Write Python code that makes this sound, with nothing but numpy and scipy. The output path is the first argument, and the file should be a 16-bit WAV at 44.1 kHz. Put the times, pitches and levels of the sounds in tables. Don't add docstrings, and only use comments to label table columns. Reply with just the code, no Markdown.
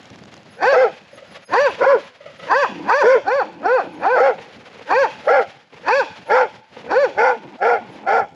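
import sys
import numpy as np
from scipy import signal
from scipy.fft import rfft, irfft, next_fast_len
from scipy.io import wavfile
from scipy.ndimage import uniform_filter1d, minimum_filter1d

SR = 44100
rng = np.random.default_rng(int(sys.argv[2]) if len(sys.argv) > 2 else 0)


def pcm_store(signal):
    levels = np.round(np.clip(np.atleast_2d(signal), -1, 1) * 32767)
    wavfile.write(sys.argv[1], SR, levels.astype(np.int16).T)


N = 368235
T = np.arange(N) / SR

# time in seconds, wind level in dB, tyre hiss level in dB.
RIDE_LEVELS = [(0, -42, -45), (.45, -43, -48), (1.1, -52.5, -47), (1.7, -45.5, -36.5), (2.3, -51, -42.5),
               (2.8, -45.5, -43), (3.5, -51.5, -54.5), (4.2, -47, -42.5), (4.65, -49, -46.5),
               (5.15, -46.5, -40.5), (5.9, -48.5, -43.5), (6.9, -46, -42), (7.5, -52.5, -50.5),
               (7.95, -47.5, -47), (8.35, -47, -73)]
# middle in seconds, half length in seconds, depth in dB.
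RIDE_LULLS = [(1.461, 0.03, -14), (2.193, 0.11, -11), (5.65, 0.075, -14.5), (6.66, 0.075, -14)]
# start in seconds, relative peak in dB.
STONE_SNAPS = [(0.0303, -40), (0.056, -34.5), (0.1025, -36), (0.159, -35.5), (0.189, -39), (0.237, -35),
               (0.256, -36), (0.341, -32.5), (0.367, -35), (0.3773, -38), (0.432, -41.5)]
# start in seconds, length in seconds, relative level in dB.
BRAKE_RUBS = [(0.486, 0.12, -66.5), (1.12, 0.061, -59), (1.264, 0.11, -65), (1.43, 0.11, -59),
              (1.668, 0.06, -64), (2.02, 0.055, -72), (2.374, 0.029, -64), (2.863, 0.053, -63.5),
              (3.796, 0.27, -70), (5.247, 0.07, -67.5), (6.243, 0.082, -66), (7.902, 0.063, -73)]
# frequency in Hz, relative level in dB.
DISC_MODES = [(5012, 4), (6508, 3.5), (10578, 1.5), (12005, -22.5), (13421, 1)]
# start in seconds, relative peak in dB.
PAW_SCUFFS = [(1.13, -35), (1.177, -27.5), (1.223, -33), (1.308, -35.5), (1.359, -29), (2.208, -30.5),
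              (2.239, -34.5), (2.259, -23.5), (2.297, -37), (2.394, -21.5), (2.431, -23), (2.468, -22)]
# frequency in Hz, gain in dB.
WIND_SPECTRUM = [(25, -32.5), (50, -28), (90, -4.5), (200, 1), (400, -7), (800, -9.5), (2000, -51.5)]
TYRE_SPECTRUM = [(200, -24.5), (550, 6.5), (1000, 0.5), (1800, 3), (3000, -0.5), (4800, -8), (7000, -18.5),
                 (11000, -28)]
SCUFF_SPECTRUM = [(50, -31), (150, -9), (330, -33), (560, 6), (980, -40), (1270, -5), (1650, -36),
                  (1950, -9.5), (2300, -22), (2750, -18), (4000, -27.5), (7000, -39), (11000, -51)]
RASP_SPECTRUM = [(200, -26), (480, 11), (680, -2), (850, 3), (1150, -5.5), (1600, -9), (2000, -6),
                 (2550, -6.5), (4000, -20), (6000, -50.5), (9000, -62)]
HILLSIDE_SPECTRUM = [(150, -11), (400, -4), (650, -19), (850, 7.5), (1150, -8.5), (1550, -0.5), (2000, 2),
                     (2500, 15), (3300, 21.5), (4300, 8.5), (7000, 15), (11000, 0.5)]
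MICROPHONE_RESPONSE = [(25, -17.5), (70, -2.5), (7000, -2.5), (8000, -10), (8850, -18), (9600, -6),
                       (10600, 0.5), (11700, -20.5), (13500, -19), (16000, -55)]
# frequency in Hz, width in Hz, gain in dB.
GROWL_RESONANCES = [(174, 110, -15.5), (292.5, 120, 0.5), (870, 290, -12.5)]
HOARSE_RESONANCES = [(511, 145, -5), (787, 134, 16), (1083, 43, -5.5), (1378, 240, 7.5), (1650, 140, -2),
                     (2074, 475, -5), (3200, 680, -27.5), (4390, 430, -25), (5240, 810, -26.5),
                     (6900, 3200, -41)]
CLEAR_RESONANCES = [(298.3, 22, -5.5), (520, 170, 4.5), (846, 207, -3.5), (1540, 170, 5), (1770, 395, 1),
                    (2468, 340, -6), (3500, 1000, -30.5), (4556, 590, -17.5), (5690, 470, -30),
                    (6500, 4000, -38.5)]
# start and length in seconds, lowest pitch in Hz, relative voice and rasp levels in dB.
GROWL_EVENTS = [(2.686, .2, 164.8, -34, -32.5), (3.446, 0.19, 171.3, -43, -38),
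                (3.835, .205, 160.4, -39, -37), (4.375, 0.46, 164.7, -61, -36.5),
                (5.721, 0.3, 183, -58, -40), (6.758, 0.12, 197.3, -47.5, -31), (7.359, 0.21, 186, -44, -37),
                (7.802, .26, 178.4, -44, -36.5)]
BAND_EDGES_HZ = [660, 1250, 3100]
BAND_GRUNT_DB = [-22.5, -19.5, -28.5, -25.5]
# best pitch and
# pitch range in Hz, loss away from it in dB, attack and release in seconds, burst as the mouth opens
# in dB, level slope in dB per second.
HOARSE_BANDS = [(498, 115, -11.5, 0.009, 0.059, 2, -29), (413, 130, 2.5, 0.0053, 0.04, -4, 10.5),
                (487, 50, -1.5, 0.0046, 0.041, -3, -24.5), (500, 230, -9.5, 0.0041, 0.025, -4, -24.5)]
CLEAR_BANDS = [(528.4, 96, -15, 0.034, 0.055, 4, 3), (396, 111, -12.5, 0.012, 0.024, 0, -6),
               (511, 55, -5.5, 0.017, 0.023, 3.5, -9), (557, 180, -4, 0.015, 0.013, 7.5, 8)]
# crest time in seconds, crest pitch in Hz, pitch rise and fall in seconds, full voice
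# before and after the crest in seconds, throat tuning and jaw opening as factors, four relative band
# levels in dB.
HOARSE_CALLS = [(0.808, 529, 0.12, 0.11, 0.069, 0.023, 0.983, 1.026, -6.5, -22.5, -18.5, -38.5),
                (1.896, 574.5, 0.075, 0.11, 0.079, 0.021, 1.019, 1.25, -3, -16, -17, -38),
                (3.122, 538.7, 0.14, 0.1, 0.079, 0.0038, 1.047, 1.21, -2, -18.5, -14.5, -32.5),
                (4.253, 555.3, .109, 0.12, .088, 0.023, 1.003, 1.03, -9.5, -20, -20.5, -42.5),
                (5.342, 564, .073, 0.13, 0.059, 0.033, 1.004, 1.002, -7.5, -17, -15, -39.5),
                (6.393, 531.4, .139, 0.11, .087, 0.0061, 1.022, 1.07, -10, -13.5, -15, -37),
                (7.265, 513, .158, 0.24, 0.081, .025, 1.049, 1.038, -14, -15, -18, -40.5),
                (7.71, 485, 0.18, 0.15, 0.089, 0.025, 1.02, 0.99, -13.5, -20, -20.5, -45),
                (8.175, 465.4, .184, 0.12, 0.1, 0.012, 1.027, 0.971, -16, -16.5, -22, -43)]
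CLEAR_CALLS = [(0.715, 568, 0.11, 0.071, 0.083, 0.027, 0.996, 0.96, -11.5, -12, -16.5, -34.5),
               (1.634, 588.5, 0.12, 0.089, 0.095, 0.033, 1.015, 1.14, -11, -11, -18, -35),
               (2.604, 584, .119, 0.071, 0.09, 0.035, 1.02, 1.19, -15, -9, -17.5, -36),
               (2.991, 595, 0.12, 0.066, 0.092, 0.031, 1.018, 1.13, -15.5, -8.5, -18, -36),
               (3.369, 573, 0.13, .073, 0.087, .046, 0.98, 0.96, -15, -13.5, -24, -41.5),
               (3.747, 524.5, 0.14, .075, 0.088, 0.059, 0.978, 0.9, -11, -14, -24.5, -44.5),
               (4.137, 515, .115, .085, 0.1, 0.032, 0.985, .99, -13.5, -12, -25, -46.5),
               (5.007, 561.2, .122, 0.074, 0.096, 0.039, 1.002, 1.07, -12.5, -12, -19.5, -37.5),
               (5.976, 569, 0.12, .074, 0.092, 0.03, 0.995, 1.09, -13.5, -12.5, -17.5, -34),
               (7.015, 584.4, .115, 0.079, 0.1, 0.033, 0.97, 1.02, -9, -16, -22, -39)]
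# start and end in seconds, first and last pitch in Hz.
VOICE_CRACKS = [(0.729, 0.761, 616, 684.5), (1.827, 1.861, 641.4, 858.4), (4.176, 4.202, 563.3, 707),
                (5.272, 5.299, 533.5, 699.7)]


def undb(db):
    return 10 ** (np.asarray(db) / 20)


def unit(x):
    return x / np.sqrt(np.mean(x ** 2) + 1e-18)


def shape(x, gain):
    size = next_fast_len(len(x) + 4096)
    hz = np.arange(size // 2 + 1) * SR / size + 1e-3
    return irfft(rfft(x, size) * gain(hz), size)[:len(x)]


def colour(x, points):
    hz, db = np.transpose(points)
    return shape(x, lambda f: undb(np.interp(np.log(f), np.log(hz), db)))


def noise(size):
    return rng.standard_normal(size)


def flutter(size, hz):
    return unit(shape(noise(size), lambda f: 1 / (1 + (f / hz) ** 4)))


def stretch(from_s, to_s, fade_s=.02):
    i = np.arange(int(from_s * SR), min(int(to_s * SR), N))
    from_edge = np.minimum(i - i[0], i[-1] - i)
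    return i, np.sin(np.pi / 2 * np.clip(from_edge / (fade_s * SR), 0, 1))


def grit(grains_per_s=260, lane_db=-59, road_db=-62, lane_end_s=.47):
    grains = (rng.random(N) < grains_per_s / SR) * undb(4 * np.minimum(rng.exponential(size=N), 3))
    snap = noise(130) * np.exp(-np.arange(130) / 30)
    spectrum = [(500, -21.5), (1500, 1.5), (4500, -10.5), (7000, -12.5), (11000, -18)]
    crackle = unit(colour(signal.fftconvolve(grains, snap)[:N], spectrum))
    return crackle * undb(np.where(T > lane_end_s, road_db, lane_db))


def bicycle():
    times_s, wind_db, tyre_db = np.transpose(RIDE_LEVELS)
    wind = unit(colour(noise(N), WIND_SPECTRUM))
    wind *= undb(np.interp(T, times_s, wind_db) + 4.1 * flutter(N, 20))
    tyres = unit(colour(noise(N), TYRE_SPECTRUM))
    tyres *= undb(np.interp(T, times_s, tyre_db) + 3.33 * flutter(N, 23))
    lull_db = sum(db * np.exp(-((T - s) / half_s) ** 2) for s, half_s, db in RIDE_LULLS)
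    return undb(lull_db) * (wind + tyres + grit())


def decays(hits, decay_s):
    return sum(undb(db) * (T >= s) * np.exp(-np.abs(T - s) / decay_s) for s, db in hits)


def stones(gain_db=1.5):
    spectrum = [(600, 4.5), (2000, -3), (4500, -2), (7000, -6.5), (11000, -36)]
    return undb(gain_db) * decays(STONE_SNAPS, decay_s=.0017) * unit(colour(noise(N), spectrum))


def brake():
    touch = sum(undb(db) * np.exp(-(2 * (T - s) / length_s - 1) ** 4) for s, length_s, db in BRAKE_RUBS)
    ring = sum(undb(db) * flutter(N, 25) * np.sin(2 * np.pi * hz * T) for hz, db in DISC_MODES)
    return touch * ring


def paws(gain_db=-5.5):
    push = uniform_filter1d(decays(PAW_SCUFFS, decay_s=.022), size=300)
    return undb(gain_db) * push * unit(colour(noise(N), SCUFF_SPECTRUM))


def hillside(x, gain_db=-19.5, t60_s=.62, onset_s=.02, drift_s=.0013, paths=3):
    t = T[:SR]
    out = 0
    for _ in range(paths):
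        envelope = (1 - np.exp(-t / onset_s)) * undb(-60 * t / t60_s)
        tail = unit(noise(SR) * envelope) / np.sqrt(paths * SR)
        echo = signal.fftconvolve(x, tail)[:N]
        out = out + np.interp(T + drift_s * flutter(N, 1.984), T, echo)
    return undb(gain_db) * colour(out, HILLSIDE_SPECTRUM)


def verge(x, gain_db=-28, t60_s=.5):
    tail = unit(noise(SR) * undb(-60 * T[:SR] / t60_s)) / np.sqrt(SR)
    return undb(gain_db) * signal.fftconvolve(x, tail)[:N]


def near_reflections(x, gain_db=-11, spread_s=.014, drift_s=.0005, paths=5, low_cut_hz=900):
    out = 0
    for delay_s in spread_s * (.15 + rng.random(paths)):
        out = out + np.interp(T - delay_s + drift_s * flutter(N, .92), T, x)
    return undb(gain_db) * shape(out, lambda f: 1 - 1 / (1 + (f / low_cut_hz) ** 2)) / np.sqrt(paths)


def folds(hz, rough, jitter, shimmer, doubling, air):
    size = len(hz)
    waver = .006 * flutter(size, 55) + jitter * (rough + .03) * flutter(size, 150)
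    phase = 2 * np.pi * np.cumsum(hz * (1 + waver)) / SR
    pulses = 0
    for k in range(1, 33):
        swell = undb(min(k, 4) * flutter(size, 35))
        pulses = pulses + swell * np.cos(k * phase + k * k / 2) * (k * hz < SR / 3)
    pulses *= 1 + rough * (shimmer * flutter(size, 180) + doubling * np.cos(phase / 2))
    hiss = colour(noise(size), [(500, -16), (800, -1), (2000, 3), (5000, 3)])
    gusts = undb(2.5 * flutter(size, 90))
    return pulses + air * rough * hiss * gusts * (1 + .5 * np.cos(phase))


def throat(x, modes):
    def response(f):
        gain = sum(undb(db) / (1 + (2 * (f - hz) / width) ** 2) ** 1.25 for hz, width, db in modes)
        lag = sum(np.arctan(2 * (f - hz) / width) for hz, width, _ in modes)
        return gain * np.exp(-1j * lag)
    return shape(x, response)


def growls(lift_hz=69.2, voice_gain_db=2, rasp_gain_db=-9):
    out = np.zeros(N)
    for start_s, length_s, low_hz, voice_db, rasp_db in GROWL_EVENTS:
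        i, gate = stretch(start_s, start_s + length_s, fade_s=.014)
        push = np.linspace(-1, 1, len(i)) ** 2
        pulses = folds(low_hz + lift_hz * push, rough=.7, jitter=.14, shimmer=.5, doubling=.3, air=5)
        voice = unit(throat(pulses, GROWL_RESONANCES)) * undb(voice_db + voice_gain_db + 9 * push)
        breath = noise(len(i)) * undb(4.2 * flutter(len(i), 70))
        rasp = unit(colour(breath, RASP_SPECTRUM)) * undb(rasp_db + rasp_gain_db + 8.5 * push)
        out[i] += gate * (voice + rasp)
    return out


def after_hiss(from_hz=2700, to_hz=3600, flutter_hz=220, wait_s=.042, length_s=.091, gain_db=-11):
    out = np.zeros(N)
    for crest_s, *_, treble_db in CLEAR_CALLS:
        i, gate = stretch(crest_s + wait_s, crest_s + wait_s + length_s, fade_s=.025)
        sweep = np.cos(2 * np.pi * np.cumsum(np.linspace(from_hz, to_hz, len(i))) / SR)
        out[i] += gate * sweep * flutter(len(i), flutter_hz) * undb(treble_db + gain_db)
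    return out


def tension(t, rise_s, fall_s):
    return 1 / (1 + (t / np.where(t < 0, rise_s, fall_s)) ** 2)


def effort(t, hz, before_s, after_s, levels_db, bands, roundness, burst_s=.0064, grunt_s=.033):
    early, late = np.maximum(-before_s - t, 0), np.maximum(t - after_s, 0)
    burst = np.exp(-((t + before_s) / burst_s) ** 2)
    grunt = np.exp(-((early + late / 2) / grunt_s) ** 2)
    envelopes = []
    for db, grunt_db, band in zip(levels_db, BAND_GRUNT_DB, bands):
        best_hz, range_hz, loss_db, attack_s, release_s, burst_db, slope_db_per_s = band
        detuned = 1 - np.exp(-((hz - best_hz) / range_hz) ** 2)
        voice = undb(loss_db * detuned + burst_db * burst + slope_db_per_s * t)
        voice *= np.exp(-early / attack_s - (late / release_s) ** roundness)
        envelopes.append(undb(db) * np.hypot(voice, undb(grunt_db) * grunt))
    return envelopes


def tuned(modes, tuning, jaw):
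    return [(hz * tuning * (jaw if BAND_EDGES_HZ[0] < hz < BAND_EDGES_HZ[1] else 1), width, db)
            for hz, width, db in modes]


def bark(pulses, modes, envelopes):
    voice = throat(pulses, modes)
    below = [shape(voice, lambda f: 1 / (1 + (f / edge) ** 16)) for edge in BAND_EDGES_HZ]
    bands = np.diff([0 * voice, *below, voice], axis=0)
    window = np.hanning(int(.03 * SR))
    out = 0
    for band, envelope in zip(bands, envelopes):
        power = signal.fftconvolve(band ** 2, window / window.sum(), "same")
        out = out + band * envelope / np.sqrt(np.abs(power) + 1e-12)
    return out


def hoarse_dog(gain_db=1, reach_s=.155, base_rough=.25, tiring_per_s=.035, slack_rough=2.04):
    out = np.zeros(N)
    for crest_s, crest_hz, rise_s, fall_s, before_s, after_s, tuning, jaw, *levels_db in HOARSE_CALLS:
        i, gate = stretch(crest_s - reach_s, crest_s + reach_s)
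        t = T[i] - crest_s
        taut = tension(t, rise_s, fall_s)
        hz = crest_hz * taut
        rough = np.minimum(base_rough + tiring_per_s * crest_s + slack_rough * (1 - taut) ** 2, 1)
        for from_s, to_s, from_hz, to_hz in VOICE_CRACKS:
            cracked = uniform_filter1d(1. * ((T[i] > from_s) & (T[i] < to_s)), size=180)
            hz += cracked * (np.interp(T[i], [from_s, to_s], [from_hz, to_hz]) - hz)
            rough += cracked * (.22 - rough)
        smooth_hz = uniform_filter1d(hz, size=600)
        envelopes = effort(t, smooth_hz, before_s, after_s, levels_db, HOARSE_BANDS, roundness=1.82)
        pulses = folds(hz, rough, jitter=.06, shimmer=.5, doubling=1, air=7)
        out[i] += gate * bark(pulses, tuned(HOARSE_RESONANCES, tuning, jaw), envelopes)
    return out * undb(gain_db)


def clear_dog(gain_db=.5, reach_s=.155, base_rough=.05, slack_rough=2.3):
    out = np.zeros(N)
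    for crest_s, crest_hz, rise_s, fall_s, before_s, after_s, tuning, jaw, *levels_db in CLEAR_CALLS:
        i, gate = stretch(crest_s - reach_s, crest_s + reach_s)
        t = T[i] - crest_s
        taut = tension(t, rise_s, fall_s)
        hz = crest_hz * taut
        rough = np.minimum(base_rough + slack_rough * (1 - taut) ** 2, 1)
        envelopes = effort(t, hz, before_s, after_s, levels_db, CLEAR_BANDS, roundness=1.4)
        pulses = folds(hz, rough, jitter=.055, shimmer=.6, doubling=.4, air=9)
        out[i] += gate * bark(pulses, tuned(CLEAR_RESONANCES, tuning, jaw), envelopes)
    return out * undb(gain_db)


def scene(hoarse_echo_db=-8):
    clear, hoarse = clear_dog(), hoarse_dog()
    barks = clear + hoarse
    echoes = verge(barks) + hillside(clear + undb(hoarse_echo_db) * hoarse) + near_reflections(barks)
    dogs = barks + after_hiss() + growls() + paws()
    return (dogs + echoes + bicycle() + stones() + brake())[None]


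def record(dry, ceiling=.61, top_hz=14600):
    heard = colour(dry[0], MICROPHONE_RESPONSE)
    gain = minimum_filter1d(np.minimum(1, ceiling / (np.abs(heard) + 1e-9)), size=300)
    limited = heard * uniform_filter1d(gain, size=300)
    lowpass = signal.ellip(8, .2, 70, top_hz, fs=SR, output="sos")
    return signal.sosfilt(lowpass, limited)[None]


dry = scene()
out = record(dry)
pcm_store(out)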